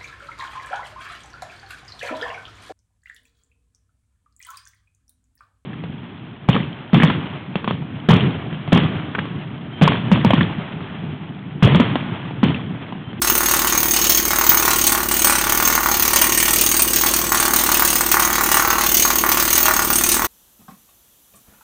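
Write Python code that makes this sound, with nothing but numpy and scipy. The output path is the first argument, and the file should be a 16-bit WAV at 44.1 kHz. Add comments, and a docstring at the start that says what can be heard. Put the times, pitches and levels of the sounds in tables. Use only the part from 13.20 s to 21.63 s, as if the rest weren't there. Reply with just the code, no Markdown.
"""A loud metallic rattle: a pneumatic planishing hammer beats a hand-held steel bowl about 37 times a
second in a small wooden workshop. Each blow puffs air, slaps the bowl onto the anvil and excites the
modes of bowl and dies; the tone shifts as the bowl is turned. A compressor throbs behind. The sound cuts
abruptly from the din to quiet hiss, a few shuffling steps and the knocks of the bowl being carried.
Faint, thin, wavering high tones lie over the hiss; they come from nothing in the shop."""
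import sys
import numpy as np
from scipy import signal
from scipy.fft import rfft, irfft, next_fast_len
from scipy.io import wavfile
from scipy.ndimage import uniform_filter1d, map_coordinates

SR = 44100
rng = np.random.default_rng(int(sys.argv[2]) if len(sys.argv) > 2 else 0)


def write(x):
    x = np.atleast_2d(x).T
    wavfile.write(sys.argv[1], SR, np.round(np.clip(x, -1, 1) * 32767).astype(np.int16))


N = 371755
TIME = np.arange(N) / SR
AGE = np.arange(8192) / SR  # seconds since an event began
CUT_S = 7.069  # the sound cuts from the din to quiet


# How firmly the die bears on the bowl. Each row: time in seconds, level in dB.
PRESSURE = [(0.0, -0.3), (0.65, -2), (0.83, 2.5), (1.96, -3.5), (2.02, 2), (2.67, -3), (2.97, 2.5),
            (4.52, -1.3), (4.63, 0.5), (5.23, -0.4), (5.35, 3.5), (5.47, -4.5), (5.76, 2.2), (6.06, -0.7),
            (6.3, 4), (6.65, -3.5), (6.89, 5), (7.07, -9.5)]
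def hammer():
    """Impact excitation: each stroke vents air and strikes the bowl; firm contact rings louder."""
    times, force_db, seat_db = blows()
    press_db = np.interp(times, *np.transpose(PRESSURE))
    slap = wall_echoes(filtered(bowl_slap(times, seat_db), frame_response))
    steel = shell_clash(times, force_db, press_db)
    steel += bowl_ring(times, force_db, press_db)
    steel += die_ring(times, force_db, press_db)
    air = exhaust(times, force_db)
    return slap + steel + air + reverberation(amp(-4.5) * steel + amp(-7.5) * air + amp(-2.5) * slap)


# The piston's pace, stumbling as the bowl shifts. Each row: time in seconds, blows per second.
PISTON_RATE = [(0.0, 37.511), (1.01, 37.901), (1.66, 37.091), (1.84, 36.001), (2.08, 39.393),
               (2.14, 33.155), (2.44, 40.494), (2.67, 36.107), (3.56, 38.785), (3.68, 34.166),
               (3.8, 40.056), (4.34, 36.289), (4.4, 41.673), (4.46, 37.6), (6.24, 37.309), (6.36, 40.672),
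               (6.54, 35.732), (7.07, 39.151)]
# How flush the bowl sits on the anvil. Each row: time in seconds, seating in dB.
SEATING = [(0, 2), (.38, 2.5), (1.04, -5.5), (1.13, 2.5), (1.47, 4.5), (1.64, -3.5), (1.75, 6),
           (1.96, -3.5), (2.08, 5.5), (2.6, 3.5), (3.42, -4.5), (4.02, -2.5), (4.15, 4), (4.5, 4),
           (4.87, -1), (4.94, 6.5), (5.59, 5.5), (5.76, -11.5), (6.1, 5), (6.3, -1), (6.45, 4.5),
           (6.92, -2), (6.99, 7)]
# Hard or glancing blows. Each row: time in seconds, extra force in dB, extra seating in dB.
ACCENTED_BLOWS = [(.16, 3, 1.5), (.34, 1.5, 4.5), (.74, 1.5, 0), (.9, 3.5, 1), (1.03, -5.5, -3),
                  (1.05, 1, 4.5), (1.29, 5, -2.5), (1.5, 3, 1.5), (1.67, 7, -1), (1.72, 6.5, 0.5),
                  (1.86, -9, -5), (1.91, 4, 5.5), (2.05, 4.5, 1.5), (2.48, 5, 1), (2.63, 1, 1),
                  (2.74, 3.5, -1), (2.88, 2, 1), (2.96, 3.5, 2.5), (3.01, 3.5, 3.5), (3.39, -1.5, -3),
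                  (3.76, 1.5, -13), (3.94, 2.5, 3.5), (4.22, 2, 1.5), (4.84, -6, -1.5), (4.92, 4, 0),
                  (5.5, 5, 3), (5.58, -1.5, 1), (5.61, 2, 1.5), (5.71, 0.5, 6.5), (5.85, -1.5, 14.5),
                  (5.9, 0.5, 12), (5.98, 3, -6), (6.03, -3, 7), (6.06, -4, 1.5), (6.12, 3, 0.5),
                  (6.38, 1.5, 1.5), (6.7, -0.5, 4.5), (7.02, -2, -1.5)]
def blows(flush_db=10, rock_range_db=6, square_hit_db=2):
    """An impulse train: each blow's time, force and seating. A badly seated bowl rocks unevenly."""
    strokes = np.cumsum(np.interp(TIME, *np.transpose(PISTON_RATE))) / SR + .29
    times = TIME[1:][np.diff(np.floor(strokes)) > 0]
    times = times[times < CUT_S]
    slip, force, rock = rng.standard_normal((len(times), 3)).T
    times = times + .0004 * slip
    seat_db = np.interp(times, *np.transpose(SEATING))
    looseness = np.clip((flush_db - seat_db) / rock_range_db, 0, 1)
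    force_db = np.minimum(2.5 * force, square_hit_db)
    rock_db = 3 * looseness * rock
    for when, accent_force_db, accent_seat_db in ACCENTED_BLOWS:
        blow = np.argmin(np.abs(times - when))
        force_db[blow], rock_db[blow] = accent_force_db, accent_seat_db
    return times, force_db, np.minimum(seat_db + rock_db, flush_db)


# The bowl's thud on the anvil. Each row: frequency in Hz, spectral density in dB.
SLAP_SPECTRUM = [(150, -57.5), (350, -14.5), (620, -20), (850, 0.5), (1100, 0.5), (1450, 0), (1800, -7.5),
                 (2300, -6.5), (3200, -57), (5000, -38)]
def bowl_slap(times, seat_db, dispersion=0.0988):
    """Dispersion: high bending waves outrun low ones, so each slap falls in pitch."""
    hz = np.fft.rfftfreq(len(AGE), 1 / SR)
    wave = irfft(amp(along(SLAP_SPECTRUM, hz)) * np.exp(-2j * np.pi * dispersion * np.sqrt(hz)))
    wave *= AGE < AGE[-1] / 2
    return place(times, -14 + 1.306 * seat_db, wave / np.abs(wave).max())  # flusher is heavier


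# Modes of the frame and stand. Each row: frequency in Hz, bandwidth in Hz, gain in dB.
FRAME_MODES = [(614.5, 37, 8.5), (822, 14, -0.5), (962, 16, 1), (1081, 6.2, 4.5), (1216, 53, -3.5),
               (1455, 10, -12.5), (1551, 10, -3), (1792, 13, 1), (1920, 23, 8)]
def frame_response(hz):
    """Forced resonance: the slap passes straight on and also drives the frame's modes."""
    return 1 + sum(amp(db) * 1j * hz * width / (mode * mode - hz * hz + 1j * hz * width)
                   for mode, width, db in FRAME_MODES)


# The shell's clash and its higher sizzle. Each row: frequency in Hz, spectral density in dB.
CLASH_SPECTRUM = [(300, -29.5), (600, -0.5), (1000, -5.5), (1900, 0), (2800, 2.5), (3700, 0), (4500, 2.5),
                  (5100, -1), (5900, 4.5), (7200, 1), (9000, -16), (12000, -21.5)]
SIZZLE_SPECTRUM = [(4000, -25.5), (6500, -6), (9500, -3.5), (10400, 0.5), (11400, 4), (12600, 7.5),
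                   (14000, -1.5), (14700, 20), (15250, -5), (16000, 6)]
def shell_clash(times, force_db, press_db):
    """High modal density: the shell's crowded modes merge into bursts of noise."""
    clash = bursts(times, CLASH_SPECTRUM, t60=0.076, attack=0.00069, ripple_db=2.5, chatter=0.0062)
    sizzle = bursts(times, SIZZLE_SPECTRUM, t60=0.048, attack=0.00018, ripple_db=4.5, chatter=0.0011)
    return (place(times, -21 + 1.07 * press_db + force_db, clash)
            + place(times, -13.5 + 0.79 * press_db + force_db, sizzle))


# The rim's dense modes. Each row: frequency in Hz, spectral density in dB.
RIM_SPECTRUM = [(6000, -27), (7400, -30.5), (7720, -1.5), (7950, -10), (8550, 1.5), (8900, -22.5),
                (9250, -1.5), (11000, -27)]
# Clear notes of body and rim. Each row: frequency in Hz, level in dB, 60 dB decay time in seconds.
BODY_MODES = [(1850, -30, .085), (2150, -39, .07), (2305, -31, .07), (2845, -30.5, .06), (3100, -38, .07)]
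RIM_MODES = [(8600, -25, .03), (8848, -21, .08)]
# The body rings out when tilted on edge, the rim as it turns. Each row: time in seconds, level in dB.
BODY_LEVEL = [(0, -7.5), (2.852, -1), (3.0, 6.5), (3.301, 7.5), (3.5, -15), (7.07, -6.5)]
RIM_TURNING = [(0, 0), (1.0, -5), (1.7, 2.5), (2.1, 1), (2.5, -3.5), (3.1, -1), (3.4, 2), (4.7, 2),
               (5.45, -4.5), (6.15, -4), (6.85, 3)]
def bowl_ring(times, force_db, press_db):
    """Free vibration: body and rim ring after each blow, as strongly as the bowl's position allows."""
    body_db = np.interp(times, *np.transpose(BODY_LEVEL)) + force_db / 2
    rim_db = np.interp(times, *np.transpose(RIM_TURNING)) + 1.57 * press_db + force_db
    shimmer = bursts(times, RIM_SPECTRUM, t60=0.026, attack=0.00052, ripple_db=4, chatter=0.0064)
    body = ringing(times, BODY_MODES, scatter_db=2.5, detune=0.0025)
    rim = ringing(times, RIM_MODES, scatter_db=3.5, detune=0.0015)
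    return place(times, rim_db - 23.5, shimmer) + place(times, body_db, body) + place(times, rim_db - 5, rim)


# Notes of anvil and hammer die. Each row: frequency in Hz, level in dB, 60 dB decay time in seconds.
ANVIL_MODES = [(6404, -19, 0.062), (6485, -18, 0.069)]
DIE_MODES = [(14812, -15, .07), (14790, -17, .025)]
def die_ring(times, force_db, press_db):
    """Normal modes: small, stiff blocks of steel ring at a few high frequencies."""
    anvil = ringing(times, ANVIL_MODES, scatter_db=4.5, detune=0.0031)
    die = ringing(times, DIE_MODES, scatter_db=6, detune=0.00108)
    return place(times, -4 + press_db + 0.85 * force_db, anvil) + place(times, -5.5 + force_db, die)


# The vented air. Each row: frequency in Hz, spectral density in dB.
EXHAUST_SPECTRUM = [(35, -28), (70, -4.5), (130, -3.5), (165, -16), (220, -6.5), (280, -5.5), (350, -3),
                    (480, -3), (700, -12), (1500, -14)]
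def exhaust(times, force_db, pop_hz=250, lead_s=0.004):
    """Sudden expansion: the port opens just before the die lands, with a low pop and a short rush."""
    pop = np.sin(2 * np.pi * pop_hz * AGE) * AGE * np.exp(-AGE / 0.0019)
    opening = times - lead_s + 0.00077 * rng.standard_normal(len(times))
    rush = bursts(times, EXHAUST_SPECTRUM, t60=0.11, attack=0.00034, ripple_db=1.9)
    return place(opening, force_db / 10 - 24, pop / pop.max() + rush)


# Echoes off the bench and wooden walls. Each row: delay in seconds, linear gain.
REFLECTIONS = [(.00275, 0.18), (.0035, 0.23), (.0058, -0.11), (0.0106, 0.036), (0.0112, 0.3), (0.0107, .16),
               (.01455, -0.084), (0.0204, 0.034)]
def wall_echoes(x):
    """Early reflection: nearby surfaces return delayed, weaker copies."""
    return x + sum(gain * np.pad(x, (round(delay * SR), 0))[:N] for delay, gain in REFLECTIONS)


# The workshop's decay. 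Each row: frequency in Hz, reverberation time in seconds.
ROOM_DECAY = [(100, 0.55), (1000, 0.33), (5000, 0.2), (15000, 0.34)]
def reverberation(x):
    """A diffuse field: a short noisy tail, drawn afresh every 0.2 s so no steady colour builds up."""
    block, predelay = SR // 5, SR // 300
    out = np.zeros(N + SR)
    for start in range(0, N, block):
        hz, t, noise = signal.stft(rng.standard_normal(SR // 3), SR, nperseg=256)
        decay = amp(-60 * t / along(ROOM_DECAY, hz)[:, None])
        tail = signal.istft(noise * decay, SR, nperseg=256)[1]
        wet = signal.fftconvolve(x[start:start + block], tail / np.linalg.norm(tail))
        out[start + predelay:][:len(wet)] += wet
    return out[:N]


# The pump's throb. Each row: harmonic number of the stroke rate, level in dB.
PUMP_HARMONICS = [(3, -53), (4, -52.5), (13, -40.5), (14, -36.5), (15, -38.5), (16, -70.5), (17, -51)]
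def compressor(stroke_hz=24.256, motor_hz=51.5):
    """A harmonic series: pump strokes throb in the intake's resonance over a steady motor hum."""
    turns = stroke_hz * TIME + 0.0043 * wobble(3)
    pump = sum(amp(db + wobble(3.2)) * np.cos(2 * np.pi * round(k) * turns) for k, db in PUMP_HARMONICS)
    motor = amp(-37.5 + 0.46 * wobble(4)) * np.sin(2 * np.pi * motor_hz * TIME)
    return np.sqrt(2) * (pump + motor)


# Steps and handling knocks. Each row: start in seconds, relative level in dB, scuff offset in dB.
FOOTFALLS = [(7.392, -38, -28), (7.414, -44, -14), (7.481, -32, -11.5), (7.504, -35, -18), (7.689, -54, -3),
             (8.137, -36, -14), (8.179, -51, -10), (8.28, -37, -15), (8.334, -49.5, -1.5), (8.409, -54, -2)]
# Thump, scuff and grit under a shoe. Each row: frequency in Hz, spectral density in dB.
THUMP_SPECTRUM = [(30, -14), (70, -8), (130, -10), (215, -2), (330, -14), (600, -23.5), (1500, -40)]
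SCUFF_SPECTRUM = [(200, -9), (500, 4), (1300, 7), (2400, -5), (4000, -12), (9000, -25), (15000, -22)]
GRIT_SPECTRUM = [(3000, -20), (6000, -3), (9000, 5), (12000, -4), (16000, -12)]
def steps(grit_s=8.152, rub_start_s=8.23):
    """Impact and friction: shoes thump and scuff the floor, then the carried bowl rubs."""
    times, db, scuff_db = np.transpose(FOOTFALLS)
    thump = bursts(times, THUMP_SPECTRUM, t60=0.26, attack=0.0025, ripple_db=5, chatter=0.0036)
    scuff = bursts(times, SCUFF_SPECTRUM, t60=0.22, attack=0.00073, ripple_db=8)
    grit = bursts([grit_s], GRIT_SPECTRUM, t60=0.18, attack=0.004, ripple_db=2)
    rub = coloured_noise(SCUFF_SPECTRUM) * amp(-63 + 3.7 * wobble(46))
    rub *= np.clip((TIME - rub_start_s) / .04, 0, 1)
    return (place(times, db - 11, thump) + place(times, db + scuff_db + 1.5, scuff)
            + place([grit_s], [-47], grit) + rub)


# The background hiss. 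Each row: frequency in Hz, spectral density in dB.
HISS_SPECTRUM = [(15, -27), (25, -5), (55, 4.5), (102, -3.5), (222, -3), (425, -8), (1250, -9.5),
                 (2150, -15), (3300, -8.5), (4950, -14), (6850, -8), (8970, -10.5), (11100, -7),
                 (14200, -4.5), (15800, -15.5)]
def hiss():
    """Stationary noise: a faint, even background."""
    return amp(-55) * coloured_noise(HISS_SPECTRUM)


# Faint high tones. Each row: frequency in Hz, level in dB.
HIGH_TONES = [(6029, -73), (10804, -73), (13857, -72)]
def wavering_tones():
    """Random modulation: thin high tones, from nothing in the shop, waver in level and phase."""
    return sum(np.sqrt(2) * amp(db + 2 * wobble(20)) * np.sin(2 * np.pi * (hz * TIME + .3 * wobble(60)))
               for hz, db in HIGH_TONES)


def bursts(times, spectrum, t60, attack, ripple_db, chatter=0):
    """Exponential decay of one noise burst per event, held up for about chatter seconds by rebounds."""
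    hz, t = np.fft.rfftfreq(len(AGE), 1 / SR), AGE.astype(np.float32)
    white, ripple = [rng.standard_normal((len(times), len(axis)), np.float32) for axis in (AGE, hz)]
    # neighbouring events favour the same modes
    ripple = unit(uniform_filter1d(uniform_filter1d(ripple, size=36, axis=1), size=3, axis=0))
    cloud = unit(irfft(rfft(white) * amp(along(spectrum, hz).astype(np.float32) + ripple_db * ripple)))
    hold = 2 * chatter * rng.random((len(times), 1), np.float32)
    return cloud * amp(-60 * np.maximum(t - hold, 0) / t60) * (1 - np.exp(-t / attack))


def ringing(times, modes, scatter_db, detune):
    """Damped oscillators, with new strength, phase and slight detuning at each blow."""
    t, out = AGE.astype(np.float32), 0
    for hz, db, t60 in modes:
        size, bend, phase = rng.standard_normal((len(times), 3)).astype(np.float32).T[:, :, None]
        envelope = amp(db + scatter_db * size) * amp(-60 * t / t60)
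        out = out + envelope * np.sin(2 * np.pi * (hz * (1 + detune * bend) * t + phase))
    return out


def place(times, levels_db, sounds):
    """Superposition: one sound per event, summed at its time and level."""
    at = np.maximum(np.round(np.asarray(times) * SR), 0).astype(int)[:, None] + np.arange(len(AGE))
    return np.bincount(at.ravel(), (amp(levels_db)[:, None] * sounds).ravel(), N)[:N]


def coloured_noise(spectrum):
    """White noise shaped to a spectrum, at rms 1."""
    return unit(filtered(rng.standard_normal(N), lambda hz: amp(along(spectrum, hz))))


def filtered(x, response):
    """Linear filtering: the spectrum of x times a frequency response."""
    size = next_fast_len(N + SR // 2)
    return irfft(rfft(x, size) * response(np.fft.rfftfreq(size, 1 / SR)), size)[:N]


def wobble(rate):
    """A smooth random curve with rate knots a second."""
    coarse = TIME[::32]
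    knots = rng.standard_normal(int(N * rate / SR) + 4)
    return np.interp(TIME, coarse, map_coordinates(knots, [coarse * rate]))


def along(points, hz):
    """Interpolation of (Hz, value) points on a log frequency axis."""
    freqs, values = np.transpose(points)
    return np.interp(np.log(hz + 1), np.log(freqs + 1), values)


def amp(db):
    """Decibels to gain."""
    return 10 ** (np.asarray(db) / 20)


def unit(x):
    """Scale to rms 1."""
    return x / np.sqrt(np.mean(x ** 2) + 1e-20)


def scene():
    """The layers add; the sound cuts abruptly from the din to quiet hiss and steps."""
    before_cut = np.clip((CUT_S - TIME) / 0.0044 + .5, 0, 1)
    background = hiss()
    return (before_cut * (hammer() + compressor()) + steps() + background + wavering_tones())[None]


def record(dry):
    """Saturation rounds off the highest peaks, and a low-pass filter limits the band."""
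    cutoff_hz = 15850
    rounded = dry[0] / (1 + np.abs(dry[0]) ** 6) ** (1 / 6)
    return filtered(rounded, lambda hz: np.clip((cutoff_hz - hz) / 300 + .5, 0, 1))[None]


dry = scene()
out = record(dry)
write(out)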